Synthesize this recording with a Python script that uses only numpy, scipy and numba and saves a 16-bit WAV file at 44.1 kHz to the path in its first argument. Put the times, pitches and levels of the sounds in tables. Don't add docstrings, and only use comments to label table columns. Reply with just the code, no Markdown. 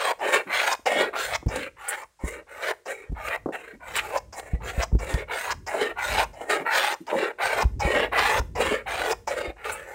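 import sys
import numpy as np
from scipy import signal
from scipy.fft import rfft, irfft, next_fast_len
from scipy.io import wavfile
from scipy.ndimage import uniform_filter1d, map_coordinates
from numba import njit

SR = 44100
rng = np.random.default_rng(int(sys.argv[2]) if len(sys.argv) > 2 else 0)


def unload_audio(sound):
    columns = np.transpose(np.atleast_2d(sound))
    steps = np.round(np.clip(columns, -1, 1) * 32767)
    wavfile.write(sys.argv[1], SR, steps.astype(np.int16))


N = 438354

# (start [s], end [s], run-up [s], slow-down [s], scrape [dB], pressure gained over the stroke [dB],
# hollow [dB], hiss [dB], bias towards tearing [dB], hollow pitch [Hz], edge zip [dB])
PUSH_STROKES = [(-0.1, 0.129, 0.057, 0.008, -28.5, -3.5, -29.5, -42, 2, 657, -46.5),
                (0.466, 0.746, 0.055, 0.0034, -28.5, 2.5, -32.5, -42.5, -0.5, 698, -19),
                (1.128, 1.372, 0.054, 0.002, -34, -17.5, -34.5, -41.5, 2.5, 700, -22.5),
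                (1.764, 2.052, 0.031, 0.021, -44, 2.5, -46.5, -55.0, 4, 716, -47.5),
                (2.465, 2.73, 0.033, 0.01, -42.5, 11, -43, -52.5, 1.5, 550, -48),
                (3.146, 3.372, 0.063, 0.0074, -38, 4.5, -36.5, -50.5, -19, 590, -44.5),
                (3.799, 4.198, 0.056, 0.011, -42, 2.0, -41.5, -50.5, 2.5, 630, -28),
                (4.601, 4.852, 0.038, 0.0026, -45.5, -7.5, -42, -51.5, 2.5, 562, -22.5),
                (5.277, 5.536, 0.054, 0.0043, -34, -8.5, -34.5, -43, 2, 656, -22.5),
                (5.954, 6.257, 0.063, 0.023, -31, -5, -33.5, -37, -4, 640, -33.5),
                (6.647, 6.958, 0.12, 0.019, -24.5, -13.5, -29.5, -37, -0.5, 677, -31.5),
                (7.384, 7.639, 0.035, 0.0022, -28.5, -8, -29.5, -45.5, 1, 554, -25.5),
                (8.119, 8.409, 0.084, 0.0088, -22.5, -13, -26, -36.5, -5.5, 590.0, -27.0),
                (8.859, 9.14, 0.032, 0.01, -31.5, -1.0, -31.5, -43.5, 4.5, 540, -22.5),
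                (9.559, 9.962, 0.073, 0.006, -44, -4.5, -47, -57.5, 3, 552, -55.0)]
DRAG_STROKES = [(0.19, 0.431, 0.088, 0.08, -30, 4.0, -29.5, -39.5, -7.5, 560, -49.5),
                (0.858, 1.112, 0.004, 0.077, -29.5, -1, -28, -48.5, -0.5, 527, -29.5),
                (1.484, 1.703, 0.092, 0.037, -35, -9.5, -36.5, -49, 0.5, 488, -37.5),
                (2.192, 2.421, 0.082, 0.065, -41, 7, -39.5, -49.5, -9, 456, -60),
                (2.857, 3.111, 0.025, 0.11, -45.5, -9, -45.5, -59, -21, 457, -41.0),
                (3.522, 3.766, 0.0027, 0.061, -46, 1.5, -47.5, -63.5, -25, 448, -60),
                (4.327, 4.597, 0.014, 0.049, -52.5, 8.5, -48.5, -62, 0, 525, -38),
                (4.988, 5.254, 0.01, 0.057, -39, 9, -37, -51.5, 4, 495, -41.5),
                (5.666, 5.934, 0.014, 0.071, -33.5, 10.0, -36, -49, -5, 538, -33),
                (6.332, 6.643, 0.002, 0.027, -47.5, 22, -40, -60, 1, 545, -54),
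                (7.07, 7.329, 0.073, 0.074, -32.5, 7, -32.5, -49, -1.5, 482, -43.5),
                (7.797, 8.089, 0.032, 0.038, -30, 0.5, -28, -50, -2, 467, -30.5),
                (8.553, 8.835, 0.078, 0.091, -28.5, -6.0, -30.5, -44, 1, 490.0, -35.5),
                (9.274, 9.526, 0.0022, 0.074, -37, 3.5, -32.5, -52, 5.5, 495, -28)]
# (frequency [Hz], bandwidth [Hz], level pushed [dB], level dragged [dB])
BODY_MODES = [(837, 32, -9, -1.5), (1170, 42, 4, -7.5), (1462, 41, 3.5, -10), (1640, 71, -18.5, -4.5),
              (1846, 41, -6, 2.5), (2204, 78, -7, 0), (2870, 190, -7.5, -1.5), (3795, 53, -12.5, 1),
              (4020, 37, -7, -7.5)]


def amp(db):
    return 10 ** (np.asarray(db) / 20)


def unit(x):
    return x / np.sqrt(np.mean(x ** 2) + 1e-20)


def steady(x):
    return x / np.sqrt(np.abs(uniform_filter1d(x ** 2, size=1800)) + 1e-9)


def along(points, hz):
    knots_hz, values = np.transpose(points)
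    return np.interp(np.log(hz + 1), np.log(knots_hz), values)


def wobble(rate):
    return map_coordinates(rng.standard_normal(int(N * rate / SR) + 4), [np.arange(N) * rate / SR])


def swells(rows):
    t = np.arange(N) / SR
    total = np.zeros(N)
    for s, rise, fall, height in rows:
        near = np.abs(t - s) < 1
        lag = t[near] - s
        total[near] += height * np.exp(-(lag / np.where(lag < 0, rise, fall)) ** 2)
    return total


def filtered(x, response):
    size = next_fast_len(len(x) + SR // 4)
    return irfft(rfft(x, size) * response(np.fft.rfftfreq(size, 1 / SR)), size)[:len(x)]


def coloured(x, spectrum):
    return unit(filtered(x, lambda hz: amp(along(spectrum, hz))))


def add(track, s, sound):
    part = track[max(round(s * SR), 0):][:len(sound)]
    part += sound[:len(part)]


@njit
def resonate(x, step, damping):
    out, low, band = np.zeros(len(x)), 0., 0.
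    for i in range(len(x)):
        band += step[i] * (x[i] - low - damping[i] * band)
        low += step[i] * band
        out[i] = band
    return out


def outdoor_air():
    spectrum = [(20, -18), (55, -3), (120, -32.5), (220, -22), (400, -20.5), (1200, -12.5), (3000, -18),
                (8000, -16), (15000, -34)]
    return amp(-71) * coloured(rng.standard_normal(N), spectrum)


def yard(x, wall_s, late_db):
    decay_times = [(150, 0.6), (900, 0.26), (5000, 0.3), (15000, 0.44)]
    hz, t, noise = signal.stft(rng.standard_normal(SR // 2), SR, nperseg=256)
    fade_db = -60 * t / along(decay_times, hz)[:, None] + late_db * (t > wall_s)
    tail = signal.istft(noise * amp(fade_db), SR, nperseg=256)[1]
    return signal.fftconvolve(x, tail / np.linalg.norm(tail))[:N]


def blows(events, spectrum, t60, attack_s, gain_db):
    track, t = np.zeros(N), np.arange(SR // 5) / SR
    envelope = amp(-60 * t / t60) * (1 - np.exp(-(t / attack_s) ** 2))
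    for s, db in events:
        knock = coloured(rng.standard_normal(len(t)), spectrum) * envelope
        add(track, s, amp(db + gain_db) * knock / np.abs(knock).max())
    return track


def rocking():
    drops = [(1.46, -12.5, -8), (2.236, -16, -11), (3.096, -21, -15.5), (3.118, -16.5, -13.5),
             (4.533, -11.5, -17), (4.778, -10.5, -22), (4.927, -7.5, -24), (4.947, -8, -18),
             (5.139, -12, -15), (7.633, -18, -11.5), (7.65, -7, -27), (7.848, -13.5, -13),
             (8.395, -13.5, -22.5), (8.672, -36, -2), (9.477, -25, -28)]
    low_modes = [(58.4, 21, 12), (92, 40, -5)]
    thud_spectrum = [(60, 8.5), (150, 8.5), (350, -3.5), (700, -18.5), (1500, -38), (5000, -52)]
    shifts = [(1.38, 0.14, -49), (3.27, 0.13, -48), (4.07, 0.22, -54), (4.836, 0.35, -44),
              (5.602, 0.097, -42.5), (6.147, 0.17, -41.5), (7.823, 0.19, -39), (8.43, 0.27, -40),
              (8.96, 0.29, -48.5), (9.62, 0.32, -54)]
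    boom, t = np.zeros(N), np.arange(SR // 3) / SR
    ring = sum(amp(db) * np.sin(2 * np.pi * hz * t) * np.exp(-np.pi * width * t)
               for hz, width, db in low_modes)
    ring *= 1 - np.exp(-t / 0.0036)
    for s, db, _ in drops:
        add(boom, s, amp(db - 3.0) * ring / np.abs(ring).max())
    contacts = [(s, db + offset_db) for s, db, offset_db in drops]
    thuds = blows(contacts, thud_spectrum, t60=0.069, attack_s=0.0028, gain_db=7)
    sway = amp(-70) + swells([(s, half, half, amp(db)) for s, half, db in shifts])
    rumble_spectrum = [(20, -25.0), (52, 1.0), (100, -9.0), (180, -18), (400, -27), (1500, -96)]
    rumble = coloured(rng.standard_normal(N), rumble_spectrum)
    return boom + thuds + sway * amp(4.3 * wobble(14)) * rumble


def knocks():
    contacts = [(0.793, -39), (1.426, -31), (3.459, -15.5), (3.477, -24), (3.488, -19), (3.505, -27),
                (4.916, -32), (5.82, -23), (8.717, -16.5)]
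    spectrum = [(60, -22), (200, 11), (420, 12), (750, 8), (1400, -10.5), (2500, -41), (9000, -43)]
    return blows(contacts, spectrum, t60=0.044, attack_s=0.00082, gain_db=-1.5)


def chips():
    cracks = [(1.559, -21.5), (3.284, -23), (4.396, -27), (5.14, -19), (5.99, -26.5), (7.067, -35),
              (9.023, -27)]
    spectrum = [(200, -10), (1500, 1), (4000, -4), (15000, -21)]
    return blows(cracks, spectrum, t60=0.029, attack_s=0.00032, gain_db=-3.5)


def fibres(rate, spread_db, share):
    snaps = (rng.random(N) < rate / SR) * rng.standard_normal(N)
    snaps *= amp(spread_db * rng.standard_normal(N))
    return np.sqrt(share) * unit(snaps) + np.sqrt(1 - share) * rng.standard_normal(N)


def rasps(events, spectrum, gain_db):
    envelope, t = np.zeros(N), np.arange(SR // 5) / SR
    for s, db, length in events:
        age = 3 * t / length
        add(envelope, s - .003, amp(db + gain_db) * age * np.exp(1 - age))
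    return envelope * coloured(fibres(rate=1900, spread_db=4.5, share=0.42), spectrum)


def catches():
    # (time [s], level [dB], length [s])
    snags = [(.597, -12.5, .014), (.998, -22, 0.023), (1.93, -32.5, 0.012), (3.531, -33, 0.016),
             (3.951, -23, 0.026), (3.985, -14, 0.021), (6.498, -20.5, 0.017), (7.102, -23.5, 0.018),
             (8.148, -20, 0.014), (9.645, -27, 0.017)]
    squeaks = [(1.886, -13, 0.022), (3.963, -19.5, 0.017), (9.718, -23, 0.032)]
    judders = [(.46, -27.5, .04), (.95, -23.5, 0.085), (1.56, -28.5, 0.083), (3.73, -34, 0.047),
               (5.74, -33, 0.092), (6.6, -22.5, 0.043), (7.007, -26.5, 0.029), (7.13, -23.5, 0.073),
               (7.93, -23.5, 0.11), (8.59, -28, 0.13)]
    # (frequency [Hz], level [dB])
    tear_spectrum = [(600, -22), (1400, 4), (2300, 6), (3900, -6), (4900, -21), (8000, -23.5), (15000, -30)]
    squeak_spectrum = [(4000, -41), (6500, -25), (7400, -3), (9100, -2), (10300, -6), (12500, -20),
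                       (15500, -10.5)]
    judder_spectrum = [(80, -24), (180, -1.5), (330, 6), (700, -39)]
    return (rasps(snags, tear_spectrum, gain_db=-9)
            + rasps(squeaks, squeak_spectrum, gain_db=-11.5)
            + rasps(judders, judder_spectrum, gain_db=-13))


def zips():
    # (frequency [Hz], level [dB])
    zip_spectrum = [(2500, -21.5), (4200, -19), (5000, 1.5), (6200, -4.5), (7500, -6.5), (10000, -38),
                    (16000, -20)]
    landing_spectrum = [(250, -21), (520, -3.5), (900, 2.5), (1300, -7.5), (2400, -12.5), (4000, -32),
                        (9000, -38)]
    lead_s, rise_s, fall_s, crossing_s = 0.016, 0.012, 0.0071, 0.03
    leaving = swells([(end - lead_s, rise_s, fall_s, amp(db - 8.5)) for _, end, *_, db in PUSH_STROKES])
    returning = [(start, db, crossing_s) for start, *_, db in DRAG_STROKES]
    return (leaving * coloured(fibres(rate=2200, spread_db=4.5, share=0.38), zip_spectrum)
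            + rasps(returning, zip_spectrum, gain_db=-8.0)
            + rasps(returning, landing_spectrum, gain_db=-3.5))


def patchy(x, depth_db):
    frames = signal.stft(x, nperseg=1024)[2]
    patch = np.outer(np.hanning(5), np.hanning(16))
    field = signal.fftconvolve(rng.standard_normal(frames.shape), patch, mode="same")
    return unit(signal.istft(frames * amp(depth_db * unit(field)), nperseg=1024)[1][:N])


def ringing(drive, modes, wander_db, drift):
    total = np.zeros(N)
    for hz, width, db in modes:
        pitch = hz * np.exp(drift * wobble(7.6))
        ring = resonate(drive, 2 * np.sin(np.pi * pitch / SR), width / pitch) * width / pitch
        total += amp(db + wander_db * wobble(12)) * ring
    return total


def hollow(pitch_hz, width_hz, broad_db, highpass_hz):
    spectrum = [(60, -42), (160, -13), (290, -8), (400, -1), (540, 1.5), (740, -5), (870, -1.5),
                (1100, -8.5), (1500, -31), (3000, -44.5)]
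    pitch = np.clip(pitch_hz, 200, 2000)
    drive = patchy(coloured(fibres(rate=900, spread_db=0.0, share=0.31), spectrum), depth_db=4.5)
    voice = unit(resonate(drive, 2 * np.pi * pitch / SR, width_hz / pitch)) + amp(broad_db) * drive
    return steady(signal.lfilter(*signal.butter(3, highpass_hz, "highpass", fs=SR), voice))


def scrape(spectrum, modes, level_db, bite, ring_db):
    glide_spectrum = [(700, -38), (1000, -8), (1350, 7), (1600, 3), (1900, 5), (2300, 3), (2700, -3.5),
                      (3100, -13.5), (3450, -16), (4150, -14), (4600, -31), (6000, -39.5), (8000, -28)]
    tearing = coloured(fibres(rate=900, spread_db=-1.5, share=0.33), spectrum)
    gliding = coloured(fibres(rate=2500, spread_db=3.5, share=0.46), glide_spectrum)
    broad = patchy(np.sqrt(bite) * tearing + np.sqrt(1 - bite) * gliding, depth_db=4.0)
    return amp(level_db) * steady(broad + amp(ring_db) * ringing(broad, modes, wander_db=4.0, drift=.033))


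def motion(strokes, land_s, lift_s, hollow_law, hiss_law, bend_oct, glide_oct):
    # (time [s], rise [s], fall [s], scrape [dB], hollow [dB], hiss [dB])
    surges = [(0.228, 0.018, 0.071, 6.5, 7, -4.5), (0.347, 0.018, 0.072, 11.5, 7.0, 10.0),
              (0.552, 0.029, 0.057, 4, 0.5, 4.5), (1.003, 0.017, 0.044, 8, 9, 12),
              (1.241, 0.06, 0.05, 3, -4, 6), (1.354, 0.029, 0.018, 15, 5.5, -1.5),
              (1.56, 0.0021, 0.013, 1.5, 10.5, 10.5), (1.926, 0.058, 0.043, 12.5, 9.5, 6),
              (2.254, 0.011, 0.043, 2.5, 0.5, 7.5), (2.66, 0.042, 0.11, 10, 4.5, 2.5),
              (2.907, 0.028, 0.046, 9, 8, 8), (3.266, 0.032, 0.02, 4, -4, 6),
              (3.339, 0.037, 0.028, 9, -5, -10), (3.552, 0.03, 0.014, 13.5, 11.5, 7),
              (3.976, 0.028, 0.014, 16, 6, 17), (4.159, 0.038, 0.019, 2.5, 8.5, -2.5),
              (4.391, 0.034, 0.015, 13.5, 14.5, 19), (4.701, 0.031, 0.02, 10, 3, 4.5),
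              (4.83, 0.046, 0.031, 18.5, 10, 5.5), (5.135, 0.036, 0.045, 2.5, 2.5, 7),
              (5.411, 0.028, 0.034, 1.0, -8, 5.0), (5.517, 0.024, 0.038, 8.0, 1, -3.5),
              (5.753, 0.031, 0.046, -1.5, 10.5, -1), (5.825, 0.02, 0.052, 4, 10, 4.5),
              (5.998, 0.018, 0.037, 4.0, 2.5, -1), (6.199, 0.048, 0.037, 6, 6.5, -4),
              (6.416, 0.011, 0.0084, 9.5, 12.5, 9.5), (6.512, 0.022, 0.055, 24, 13, 23.5),
              (6.765, 0.059, 0.037, 2, 2.5, 12), (7.142, 0.033, 0.034, -6.5, 12, -3.5),
              (7.229, 0.04, 0.029, 6.0, 10, 2.5), (7.452, 0.018, 0.042, 1.5, 2, 5),
              (7.971, 0.012, 0.013, 4.5, 6, 3), (8.192, 0.018, 0.0072, 2.5, 5.5, 7.5),
              (8.601, 0.033, 0.017, -0.5, 7, 5), (8.721, 0.012, 0.035, 3, 10, 5.5),
              (9.663, 0.02, 0.094, 11.0, 14, 13)]
    creep = 0.044
    t = np.arange(N) / SR
    rows = np.array(strokes)
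    current = np.maximum(np.searchsorted(rows[:, 0] - land_s, t) - 1, 0)
    start, end, run_up, slow_down = rows[current, :4].T
    scrape_db, lean_db, hollow_db, hiss_db, tear_db, pitch_hz = rows[current, 4:10].T
    contact = np.clip((t - start) / land_s + .5, 0, 1) * np.clip((end - t) / lift_s + .5, 0, 1)
    position = np.clip((t - start) / (end - start), 0, 1) - .5
    middle = np.cos(np.pi * position)
    speed = np.tanh(np.abs((t - start) / run_up) + creep) * np.tanh(np.abs((end - t) / slow_down) + creep)

    def level(base_db, surge_column, exponent, arch_db, trend_db):
        surge_db = swells([(*row[:3], row[surge_column]) for row in surges])
        contour_db = (lean_db + trend_db) * position + arch_db * (middle - 2 / np.pi)
        return base_db + exponent * 20 * np.log10(speed) + contour_db + surge_db

    octaves = bend_oct * (1 - middle) + glide_oct * position + 0.076 * wobble(25)
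    return (contact, middle, tear_db, pitch_hz * 2 ** octaves,
            level(scrape_db, 3, exponent=1, arch_db=0, trend_db=0),
            level(hollow_db, 4, *hollow_law), level(hiss_db, 5, *hiss_law))


def drags():
    # (frequency [Hz], level [dB])
    rub_spectrum = [(600, -27.5), (1000, -4.5), (1300, 1.5), (1900, -1), (2400, -3), (3000, -6.5),
                    (3600, -9), (4200, -13), (4800, -15), (5800, -23), (7000, -48), (10000, -55)]
    hiss_spectrum = [(4500, -20), (6300, -8.5), (7400, 0), (8200, -5.5), (9000, -3), (10300, -11.5),
                     (12500, -18), (15800, -14)]
    contact, middle, tear_db, pitch_hz, scrape_db, hollow_db, hiss_db = motion(
        DRAG_STROKES, land_s=0.004, lift_s=0.032, hollow_law=(0.6, -1.7, -5.2),
        hiss_law=(1.54, 4.5, -15.0), bend_oct=0.46, glide_oct=-0.48)
    bite = (1 + np.tanh((scrape_db + tear_db + 8 * middle + 28.5) / 7)) / 2
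    modes = [(hz, width, db) for hz, width, _, db in BODY_MODES]
    rub = scrape(rub_spectrum, modes, scrape_db + 1.9, bite, ring_db=5)
    cavity = amp(hollow_db + 1.5) * hollow(pitch_hz, width_hz=236, broad_db=-10.0, highpass_hz=194)
    sole = coloured(fibres(rate=1900, spread_db=4.5, share=0.23), hiss_spectrum)
    hiss = amp(hiss_db + 1.5) * patchy(sole, depth_db=0.0)
    flicker = amp(-1.19 + 2.1 * wobble(60) + 0.76 * wobble(260))
    return contact * flicker * (rub + cavity + hiss)


def pushes():
    # (frequency [Hz], level [dB])
    cut_spectrum = [(600, -28.5), (950, -7), (1300, -6), (1600, -0.5), (2250, -5.5), (2700, -9),
                    (3300, -10.5), (4200, -12), (4800, -18), (6000, -22.5), (7000, -24), (10000, -54)]
    hiss_spectrum = [(3500, -16), (5500, -5), (7500, 3), (9200, 1.5), (10500, -7), (12500, -6.5),
                     (15800, -5)]
    contact, _, tear_db, pitch_hz, scrape_db, hollow_db, hiss_db = motion(
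        PUSH_STROKES, land_s=0.012, lift_s=0.024, hollow_law=(0.59, -4.0, 10.0),
        hiss_law=(3.6, -4.5, 5), bend_oct=0.73, glide_oct=-.05)
    bite = (1 + np.tanh((hiss_db + tear_db + 44.5) / 7)) / 2
    modes = [(hz, width, db) for hz, width, db, _ in BODY_MODES]
    cut = scrape(cut_spectrum, modes, scrape_db + 0.94, bite, ring_db=-3.5)
    cavity = amp(hollow_db + 1.5) * hollow(pitch_hz, width_hz=380, broad_db=-7.5, highpass_hz=375)
    shaving = coloured(fibres(rate=1800, spread_db=2, share=0.25), hiss_spectrum)
    hiss = amp(hiss_db + 0.9) * patchy(shaving, depth_db=5.5)
    flicker = amp(-0.6 + 1.5 * wobble(60) + 1.3 * wobble(320))
    return contact * flicker * (cut + cavity + hiss)


def scene():
    work = zips() + catches() + knocks() + chips() + pushes() + drags() + rocking()
    air = outdoor_air()
    echoes = amp(-18.0) * yard(work, wall_s=0.064, late_db=1)
    return (work + echoes + air)[None]


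def record(dry):
    low_hz, top_hz, edge_hz = 27, 15800, 300
    lean = signal.lfilter(*signal.butter(2, low_hz, "highpass", fs=SR), dry)
    return np.array([filtered(channel, lambda hz: np.clip((top_hz - hz) / edge_hz + .5, 0, 1))
                     for channel in lean])


dry = scene()
out = record(dry)
unload_audio(out)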